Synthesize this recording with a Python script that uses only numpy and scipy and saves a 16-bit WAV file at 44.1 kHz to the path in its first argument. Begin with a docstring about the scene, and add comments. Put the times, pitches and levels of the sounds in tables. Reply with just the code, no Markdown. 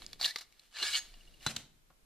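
"""Bayonet drawn, small room

Close to the microphone, the fittings of a steel bayonet click. The blade sticks and slips out of its
scabbard in two rasping pulls and is left ringing faintly. The loose scabbard wobbles and tinks, then
is put down on the table, farther off, with a thump and a second, lighter clack."""
import sys
import numpy as np
from scipy import signal
from scipy.fft import rfft, irfft, next_fast_len
from scipy.io import wavfile
from scipy.ndimage import uniform_filter1d, map_coordinates

SR = 44100
rng = np.random.default_rng(int(sys.argv[2]) if len(sys.argv) > 2 else 0)


def wav_record(signal):
    """Record a signal, one row per channel, as 16-bit PCM in the file named by sys.argv[1]."""
    frames = np.transpose(np.atleast_2d(signal))
    bounded = np.clip(frames, -1, 1)
    # unit amplitude maps onto the largest positive 16-bit level
    quanta = np.round(bounded * 32767).astype(np.int16)
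    wavfile.write(sys.argv[1], SR, quanta)


N = 90404
T = np.arange(N) / SR
M = next_fast_len(N + SR // 2, True)
HZ = np.fft.rfftfreq(M, 1 / SR)


# first pull, close and gritty: t/s, level/dB
FIRST_PULL = [(.19, -69), (.198, -54), (.21, -49), (.22, -39), (.24, -37), (.254, -32.5), (.266, -37),
              (.31, -44), (.333, -66), (.364, -62), (.372, -50), (.394, -60), (.44, -72)]
# its spectrum: f/Hz, gain/dB
FIRST_COLOUR = [(100, -33.5), (450, -32), (730, -20.5), (1300, -23), (1800, -14.5), (3100, -20.5),
                (3700, -7.5), (4500, -7.5), (5400, -15.5), (8000, -23), (14000, -30)]
# squeal in the scabbard's throat: t/s, f/Hz, level/dB
SQUEAL = [(.268, 1699, -53.5), (.278, 1727, -44), (.295, 1720, -50.5), (.311, 1827, -44), (.326, 1950, -52),
          (.334, 1900, -86)]
def first_pull():
    """Right at the microphone, the blade judders free of the scabbard's springs and squeals briefly."""
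    judder = friction(slips_per_s=260, slip_s=0.014, scatter_db=8.5, hiss=0.043)
    rasp = coloured(stroke(FIRST_PULL) * judder, steel(FIRST_COLOUR))
    hz, db = curves(SQUEAL)
    phase = 2 * np.pi * np.cumsum(hz * (1 + 0.022 * drift(400))) / SR
    squealing = (T > SQUEAL[0][0]) * (T < SQUEAL[-1][0])
    return rasp + squealing * amp(db + 1.2 * drift(250)) * quadrature(phase)


# the springs biting in the first pull: t/s, f/Hz, level/dB
BITES = [(.2121, 4500, -29.5), (.2185, 4100, -33.5), (.228, 4150, -31), (.237, 4100, -35.5),
         (.244, 3600, -27), (.2485, 3900, -26), (.2565, 4200, -25.5), (.2602, 4100, -25.5)]
def bites():
    """The springs grip and let go in a quick run of hard slips, each a rough chirp."""
    attack_s, hold_s, t60_s = 0.00031, .0026, .006
    rasp = amp(-6) * coloured(noise(), steel(FIRST_COLOUR))
    out = np.zeros((2, N))
    for s, hz, db in BITES:
        grip = np.clip(since(s) / attack_s, 0, 1) * amp(db - 60 * since(s + hold_s) / t60_s)
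        out += grip * unit(shaken(hz, shake_hz=.06 * hz, rate=2000) + rasp)
    return out


# second pull, along the whole blade: t/s, relative level/dB, bass/dB, treble/dB
SECOND_PULL = [(.71, -72, 9.5, 0.5), (.768, -45.5, 5, -6), (.824, -41.5, 3.5, -2), (.83, -33, 4, -7),
               (.84, -38.5, 3.5, 0.5), (.886, -37, -4, -1.5), (.906, -42, 1, 3), (.932, -37.5, -4, 0),
               (.954, -32, -3, -5), (.97, -36.5, -5, 3.5), (.992, -41.5, 1, 3), (.997, -55, -7, -1)]
# its spectrum: f/Hz, gain/dB
SECOND_COLOUR = [(100, -24.5), (270, -46), (380, -18.5), (520, -23.5), (750, -14.5), (1000, -16),
                 (1600, -3), (2050, -10), (3000, -2), (3700, -2.5), (4500, -1), (5600, -9.5), (8000, -9.5),
                 (11000, -20.5), (14000, -24)]
def second_pull():
    """The blade slides out with a finer, gritty rasp that thins and brightens toward the point."""
    grain = friction(slips_per_s=390, slip_s=0.0033, scatter_db=1, hiss=0.22)
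    grit = amp(-7) * friction(slips_per_s=130, slip_s=.0012, scatter_db=4.5, hiss=.02)
    scrape = amp(-0.5) * stroke(SECOND_PULL) * (grain + grit)
    rasp = wander(coloured(scrape, steel(SECOND_COLOUR)))
    bass = signal.sosfiltfilt(signal.butter(2, 1200, "low", fs=SR, output="sos"), rasp)
    treble = signal.sosfiltfilt(signal.butter(2, 5600, "high", fs=SR, output="sos"), rasp)
    _, bass_db, treble_db = curves(SECOND_PULL)
    return rasp + (amp(bass_db) - 1) * bass + (amp(treble_db) - 1) * treble


def friction(slips_per_s, slip_s, scatter_db, hiss):
    """Stick and slip: short bursts at uneven intervals over a steady hiss, at an even mean level."""
    gap, strength = rng.standard_normal((4000, 2)).T
    at = (np.cumsum(np.exp(.45 * gap)) / slips_per_s * SR).astype(int)
    kicks = np.bincount(at[at < N], amp(2 * scatter_db * strength[at < N]), N)
    power = signal.lfilter([1], [1, -np.exp(-2 / (slip_s * SR))], kicks)
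    power = power / power.mean() + hiss
    return noise() * np.sqrt(power / np.abs(uniform_filter1d(power, size=700)))


# resonances of the blade and scabbard: f/Hz
STEEL_HZ = [690, 1180, 1740, 2250, 2862, 3010, 3470, 4000, 4275, 4420, 4995, 9450]
# their shapes, in the same order: width/Hz, lift/dB
STEEL_PEAKS = [(35, 5.55), (50.7, 4), (79.5, 4.45), (35, 7.2), (64.3, 4.9), (30.24, 0.72), (30, 5.2),
               (40, 7.2), (45.9, 6.1), (24.95, 1.8), (34.8, 1.8), (90, 5.3)]
def steel(colour):
    """A spectrum with the steel's resonances standing out of it."""
    return resonant(colour, [(hz, width, db) for hz, (width, db) in zip(STEEL_HZ, STEEL_PEAKS)])


def wander(x, depth_db=9.3):
    """Each resonance of the steel swells and fades on its own as the contact slides."""
    spectrum = rfft(x, M)
    for hz, (width, _) in zip(STEEL_HZ, STEEL_PEAKS):
        band = irfft(spectrum / (1 + ((HZ - hz) / width) ** 2), M)[:, :N]
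        x = x + band * (amp(depth_db * np.tanh(drift(45))) - 1)
    return x


# resonances that catch as the point of contact moves: t/s, length/s, f/Hz, level/dB
CATCHES = [(.247, .012, 2850, -35), (.256, .014, 1800, -41), (.824, .028, 2850, -41), (.83, .025, 390, -54),
           (.83, .011, 4280, -33), (.834, .03, 4030, -39), (.866, .06, 1690, -43), (.868, .026, 6870, -47),
           (.875, .04, 5020, -43), (.887, .014, 2230, -39), (.929, .035, 4020, -40),
           (.945, .026, 2860, -35), (.955, .02, 4560, -39), (.958, .022, 3040, -35), (.955, .04, 2255, -42),
           (1.484, .011, 4000, -38)]
def catches():
    """Narrow resonances swell and fade, their phase shaken by the scraping."""
    return sum(amp(db) * np.exp(-(2 * (T - s) / length) ** 2) * shaken(hz, shake_hz=55, rate=300)
               for s, length, hz, db in CATCHES)


# modes of the blade as it comes free: t/s, f/Hz, level/dB, t60/s
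BLADE_MODES = [(.96, 6567, -34.5, .15), (.955, 2250, -40, .15)]
def blade():
    """The freed blade's ring builds up, rough while the point still scrapes and clean afterwards."""
    scraping = T < SECOND_PULL[-1][0]
    return sum(struck(s, db, t60, attack_s=.014) * shaken(hz, shake_hz=45 * scraping, rate=500)
               for s, hz, db, t60 in BLADE_MODES)


# fittings near the microphone: t/s, level/dB, hold/s, t60/s, bass/dB, treble/dB
CLICKS = [(.0197, -48, 0.0014, 0.025, -3, -24), (.0442, -52, 0.002, 0.0088, -1, -12),
          (.131, -39.5, 0.0026, 0.0052, -8.5, -3), (.198, -48.5, 0.0039, 0.073, 6, 1),
          (.3596, -35.5, 0.0034, 0.02, 1.5, -2.5), (.384, -43.5, 0.0048, 0.051, -1, 2),
          (.409, -47.5, 0.0054, 0.09, 2.5, 2.5), (.525, -55.5, 0.00066, 0.0063, -19, -0.5),
          (.595, -55.5, 0.0031, 0.014, -24, -2.5), (.767, -43.5, 0.0049, 0.015, -6, -22),
          (.786, -44, 0.0042, 0.011, -2, -6.5), (.8275, -32, 0.0016, 0.019, 4, 1),
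          (1.139, -55.5, 0.00088, 0.028, 2, -11), (1.256, -66, 0.0013, 0.017, 14, -6.5)]
# their spectrum: f/Hz, gain/dB
CLICK_COLOUR = [(80, -35.5), (400, -11.5), (1200, -3), (2100, -3), (3000, -1), (4500, 5.5), (6500, -6),
                (10000, -14), (14000, -15)]
def clicks():
    """The fittings click, sounding the steel's resonances."""
    return contacts(CLICKS, steel(CLICK_COLOUR))


def contacts(rows, body, snap=2.2):
    """Each contact snaps, chatters for a moment and dies away, with its own bass and treble."""
    bass = 1 / (1 + (HZ / 1700) ** 4)
    treble = 1 - 1 / (1 + (HZ / 5500) ** 6)
    out = np.zeros((2, N))
    for s, db, hold, t60, bass_db, treble_db in rows:
        chatter = (T >= s) * amp(-60 * since(s + hold) / t60) * noise()
        chatter[:, round(s * SR)] += snap
        out += amp(db) * coloured(chatter, body * amp(bass_db * bass + treble_db * treble))
    return out


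# knocks on the table: t/s, level/dB, hold/s, t60/s, bass/dB, treble/dB
KNOCKS = [(1.464, -27.5, 0.002, 0.027, 7.5, 7), (1.472, -30, 0.00083, 0.018, -5.5, -6.5),
          (1.5627, -34.5, 0.0023, .004, -12.5, -3.5), (1.5648, -31, 0.0017, 0.016, -5, 3),
          (1.901, -63, 0.003, 0.097, 20, -9)]
# their spectrum: f/Hz, gain/dB
KNOCK_COLOUR = [(50, -28), (130, -8.5), (480, -15), (730, -4), (1100, -5), (1550, -0.5), (2200, -8),
                (3100, -8), (4000, -5), (5400, -11), (7500, -14), (10000, -23), (14000, -29)]
# resonances of the scabbard's shell: f/Hz, width/Hz, lift/dB
SHELL_PEAKS = [(2840, 130, 10), (3510, 150, 8), (4020, 260, 4), (6200, 400, 7), (7750, 350, 5)]
# thumps of the table: t/s, level/dB
THUMPS = [(1.466, -31.5), (1.567, -44.5)]
# modes of the table: f/Hz, relative level/dB, t60/s
TABLE_MODES = [(104, -9, 0.08), (132, 0, 0.082), (223.3, -16, 0.32)]
# the scabbard skidding and settling: t/s, level/dB
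SKID = [(1.47, -54), (1.485, -47), (1.51, -42.5), (1.535, -59), (1.58, -50.5), (1.66, -71.5), (1.76, -103)]
# its spectrum: f/Hz, gain/dB
SKID_COLOUR = [(70, -25), (130, -1.5), (230, 0.5), (400, -7), (650, -4), (1000, -15.5), (1600, -8),
               (2300, -4.5), (3700, -5.5), (5500, -9), (7800, -12), (10000, -16.5), (14000, -24.5)]
def put_down():
    """Farther from the microphone, the scabbard knocks and skids, with the table's thump underneath."""
    thump = sum(ring(s, hz, db + mode_db, t60, attack_s=0.0018)
                for s, db in THUMPS for hz, mode_db, t60 in TABLE_MODES)
    scrape = friction(slips_per_s=240, slip_s=0.0079, scatter_db=11, hiss=0.76)
    skid = coloured(stroke(SKID) * scrape, amp(along(SKID_COLOUR)))
    return contacts(KNOCKS, resonant(KNOCK_COLOUR, SHELL_PEAKS)) + thump + skid


# struck modes: t/s, f/Hz, level/dB, t60/s
RINGS = [(.2122, 760, -35, .014), (.3592, 2080, -27.5, .017), (.3592, 4800, -27, .012),
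         (.3592, 4050, -30, .016), (1.464, 4020, -26, .037), (1.465, 3490, -38, .12),
         (1.565, 3520, -43, .06), (1.464, 1450, -29, .014), (.3592, 450, -41, .018)]
def after_rings():
    """Fittings, scabbard and table ring briefly after a blow."""
    return sum(ring(s, hz, db, t60, attack_s=0.00031) for s, hz, db, t60 in RINGS)


# modes of the belt hook: f/Hz, level/dB, t60/s
HOOK_MODES = [(5040, -25.5, 0.0035), (6520, -31.5, 0.0033), (8100, -58, .003)]
def hook_tick(at_s=.0644):
    """The belt hook touches the scabbard once, with almost no ring."""
    return sum(ring(at_s, hz, db, t60, attack_s=.0001) for hz, db, t60 in HOOK_MODES)


def swinging(shudder_hz=29, first_tink_s=1.142, tink_period_s=.066):
    """The loose scabbard shudders, and a swinging fitting tinks at a steady beat."""
    tinks = sum(ring(first_tink_s + k * tink_period_s, hz=2847, db=-43.5, t60=0.028, attack_s=0.0041)
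                for k in range(5))
    loose = uniform_filter1d(1. * (T > 1.05) * (T < 1.4), size=2000)
    shudder = unit(quadrature(2 * np.pi * shudder_hz * T))
    return tinks + loose * amp(-62 + 1.5 * drift(3.4)) * shudder


# soft sliding: t/s, level/dB
SLIDING = [(0, -60.5), (.03, -55.5), (.06, -63.5), (.14, -62.5), (.18, -70.5), (.34, -58), (.48, -75.5),
           (.66, -68), (.72, -80), (1.0, -55), (1.1, -64.5), (1.2, -66.5), (1.395, -69), (1.425, -56.5),
           (1.465, -51.5)]
# its spectrum: f/Hz, gain/dB
SLIDING_COLOUR = [(80, -14.5), (400, -16.5), (700, -7), (1000, -10), (2400, -4.5), (3400, -2.5), (4500, -2),
                  (6000, -9), (10000, -13), (14000, -18)]
def sliding():
    """Hand and scabbard rub lightly between the strokes."""
    rub = friction(slips_per_s=140, slip_s=0.0036, scatter_db=2, hiss=1.7)
    return coloured(stroke(SLIDING) * rub, steel(SLIDING_COLOUR))


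# handling rumble: t/s, level/dB
RUMBLE = [(0, -56.5), (.26, -61.5), (.275, -72), (.8, -75), (.84, -64), (1.0, -66), (1.4, -62), (1.8, -70)]
# its spectrum: f/Hz, gain/dB
RUMBLE_COLOUR = [(10, -2.5), (30, 5.5), (50, -6.5), (100, -14), (250, -15.5), (600, -22.5), (2000, -92)]
def handling_rumble():
    """Low noise rises and falls with the handling."""
    rumble = amp(curves(RUMBLE)[0]) * coloured(noise(), amp(along(RUMBLE_COLOUR)))
    return spread(rumble, [(30, -7.5), (300, -4.0)])


# decay of the small room: f/Hz, t60/s
ROOM_DECAY = [(100, 0.79), (1000, 0.46), (4000, 0.39), (12000, 0.34)]
# stereo width of the direct sound: f/Hz, side over mid/dB
DIRECT_WIDTH = [(100, -24.5), (1000, -16.5), (2500, -13.5), (4200, -13), (5500, -3), (7000, 2),
                (10000, -0.5), (13500, 3)]
# stereo width of the room's answer: f/Hz, side over mid/dB
ROOM_WIDTH = [(100, -20.5), (600, -24), (2500, -10), (5500, 1.5), (12000, 0.5)]
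def in_room(pair, wet_db, build_s=0.0036):
    """Left and right at the microphone: direct sound plus the room's answer, whose highs die first."""
    hz, t, frames = signal.stft(rng.standard_normal((2, SR * 3 // 4)), SR, nperseg=256)
    t60 = np.interp(hz, HZ, along(ROOM_DECAY))[:, None]
    _, tail = signal.istft(frames * amp(-60 * t / t60), SR, nperseg=256)
    tail *= 1 - np.exp(-np.arange(tail.shape[1]) / SR / build_s)
    answer = signal.fftconvolve(pair[:1], tail / np.linalg.norm(tail[0]), axes=1)[:, :N]
    return spread(pair, DIRECT_WIDTH) + amp(wet_db) * spread(answer, ROOM_WIDTH)


# spectrum of the noise floor: f/Hz, gain/dB
FLOOR_COLOUR = [(24, -37.5), (40, -9.5), (88, -24), (130, -28.5), (856, -22), (2340, -22.5), (14000, -28)]
# its stereo width: f/Hz, side over mid/dB
FLOOR_WIDTH = [(60, 4), (180, 8.5), (1640, 1), (14900, -0.5)]
def noise_floor():
    """A faint, wide, steady hiss lies behind everything."""
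    return spread(amp(-75) * coloured(noise(), amp(along(FLOOR_COLOUR))), FLOOR_WIDTH)


def amp(db):
    """Decibels to gain."""
    return 10 ** (np.asarray(db) / 20)


def unit(x):
    """Scale to rms 1."""
    return x / np.sqrt(np.mean(x ** 2) + 1e-20)


def since(s):
    """Seconds since time s, zero before it."""
    return np.maximum(T - s, 0)


def along(points):
    """(f/Hz, value) points read on a log axis."""
    hz, values = np.transpose(points)
    return np.interp(np.log(HZ + 1), np.log(hz), values)


def curves(rows):
    """One value per sample for each column after the time."""
    s, *columns = np.transpose(rows)
    return [np.interp(T, s, column) for column in columns]


def stroke(rows):
    """Gain of a level curve, silent outside its span."""
    return amp(curves(rows)[0]) * (T >= rows[0][0]) * (T <= rows[-1][0])


def drift(rate):
    """A smooth random curve, rate knots a second."""
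    return map_coordinates(rng.standard_normal(8192), [T * rate], mode="wrap")


def noise():
    """White noise as a (mid, side) pair."""
    return rng.standard_normal((2, N))


def quadrature(phase):
    """A tone as a (mid, side) pair, a quarter cycle apart."""
    return np.array([np.sin(phase), np.cos(phase)])


def shaken(hz, shake_hz, rate):
    """A (mid, side) tone of rms 1 whose pitch is shaken at random."""
    return unit(quadrature(2 * np.pi * np.cumsum(hz + shake_hz * drift(rate)) / SR))


def struck(s, db, t60, attack_s):
    """Envelope that rises at time s and dies away."""
    t = since(s)
    return amp(db - 60 * t / t60) * (1 - np.exp(-t / attack_s))


def ring(s, hz, db, t60, attack_s):
    """One decaying mode as a (mid, side) pair."""
    phase = np.array([[0], [rng.uniform(0, 2 * np.pi)]])
    return struck(s, db, t60, attack_s) * np.sin(2 * np.pi * hz * since(s) + phase)


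def resonant(colour, modes):
    """A spectrum with (f/Hz, width/Hz, lift/dB) resonances standing out of it."""
    lift = sum(np.abs(amp(db) ** 2 - 1) / (1 + (2 * (HZ - hz) / width) ** 2) for hz, width, db in modes)
    return amp(along(colour)) * np.sqrt(1 + lift)


def coloured(x, gain):
    """Causal filter with this gain shape; white noise keeps its power."""
    cepstrum = irfft(np.log(np.maximum(unit(gain), 1e-6)), M)
    cepstrum[1:M // 2] *= 2  # fold to minimum phase
    cepstrum[M // 2 + 1:] = 0
    return irfft(rfft(x, M) * np.exp(rfft(cepstrum)), M)[..., :N]


def spread(pair, width):
    """A (mid, side) pair to left and right, with this width at each frequency."""
    side = irfft(rfft(pair[1], M) * amp(along(width)), M)[:N]
    return np.array([pair[0] + side, pair[0] - side])


def scene():
    """Three distances: the room answers more as the scabbard moves away from the microphone."""
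    near = in_room(first_pull() + bites() + hook_tick() + clicks(), wet_db=-22.5)
    middle = in_room(after_rings() + second_pull() + catches() + blade() + sliding() + swinging(),
                     wet_db=-18)
    far = in_room(put_down(), wet_db=-14)
    return near + middle + far + handling_rumble() + noise_floor()


def record(dry):
    """A steep low-pass cuts off the highest treble."""
    top_hz = 14300
    return irfft(rfft(dry, M) / np.sqrt(1 + (HZ / top_hz) ** 160), M)[:, :N]


dry = scene()
out = record(dry)
wav_record(out)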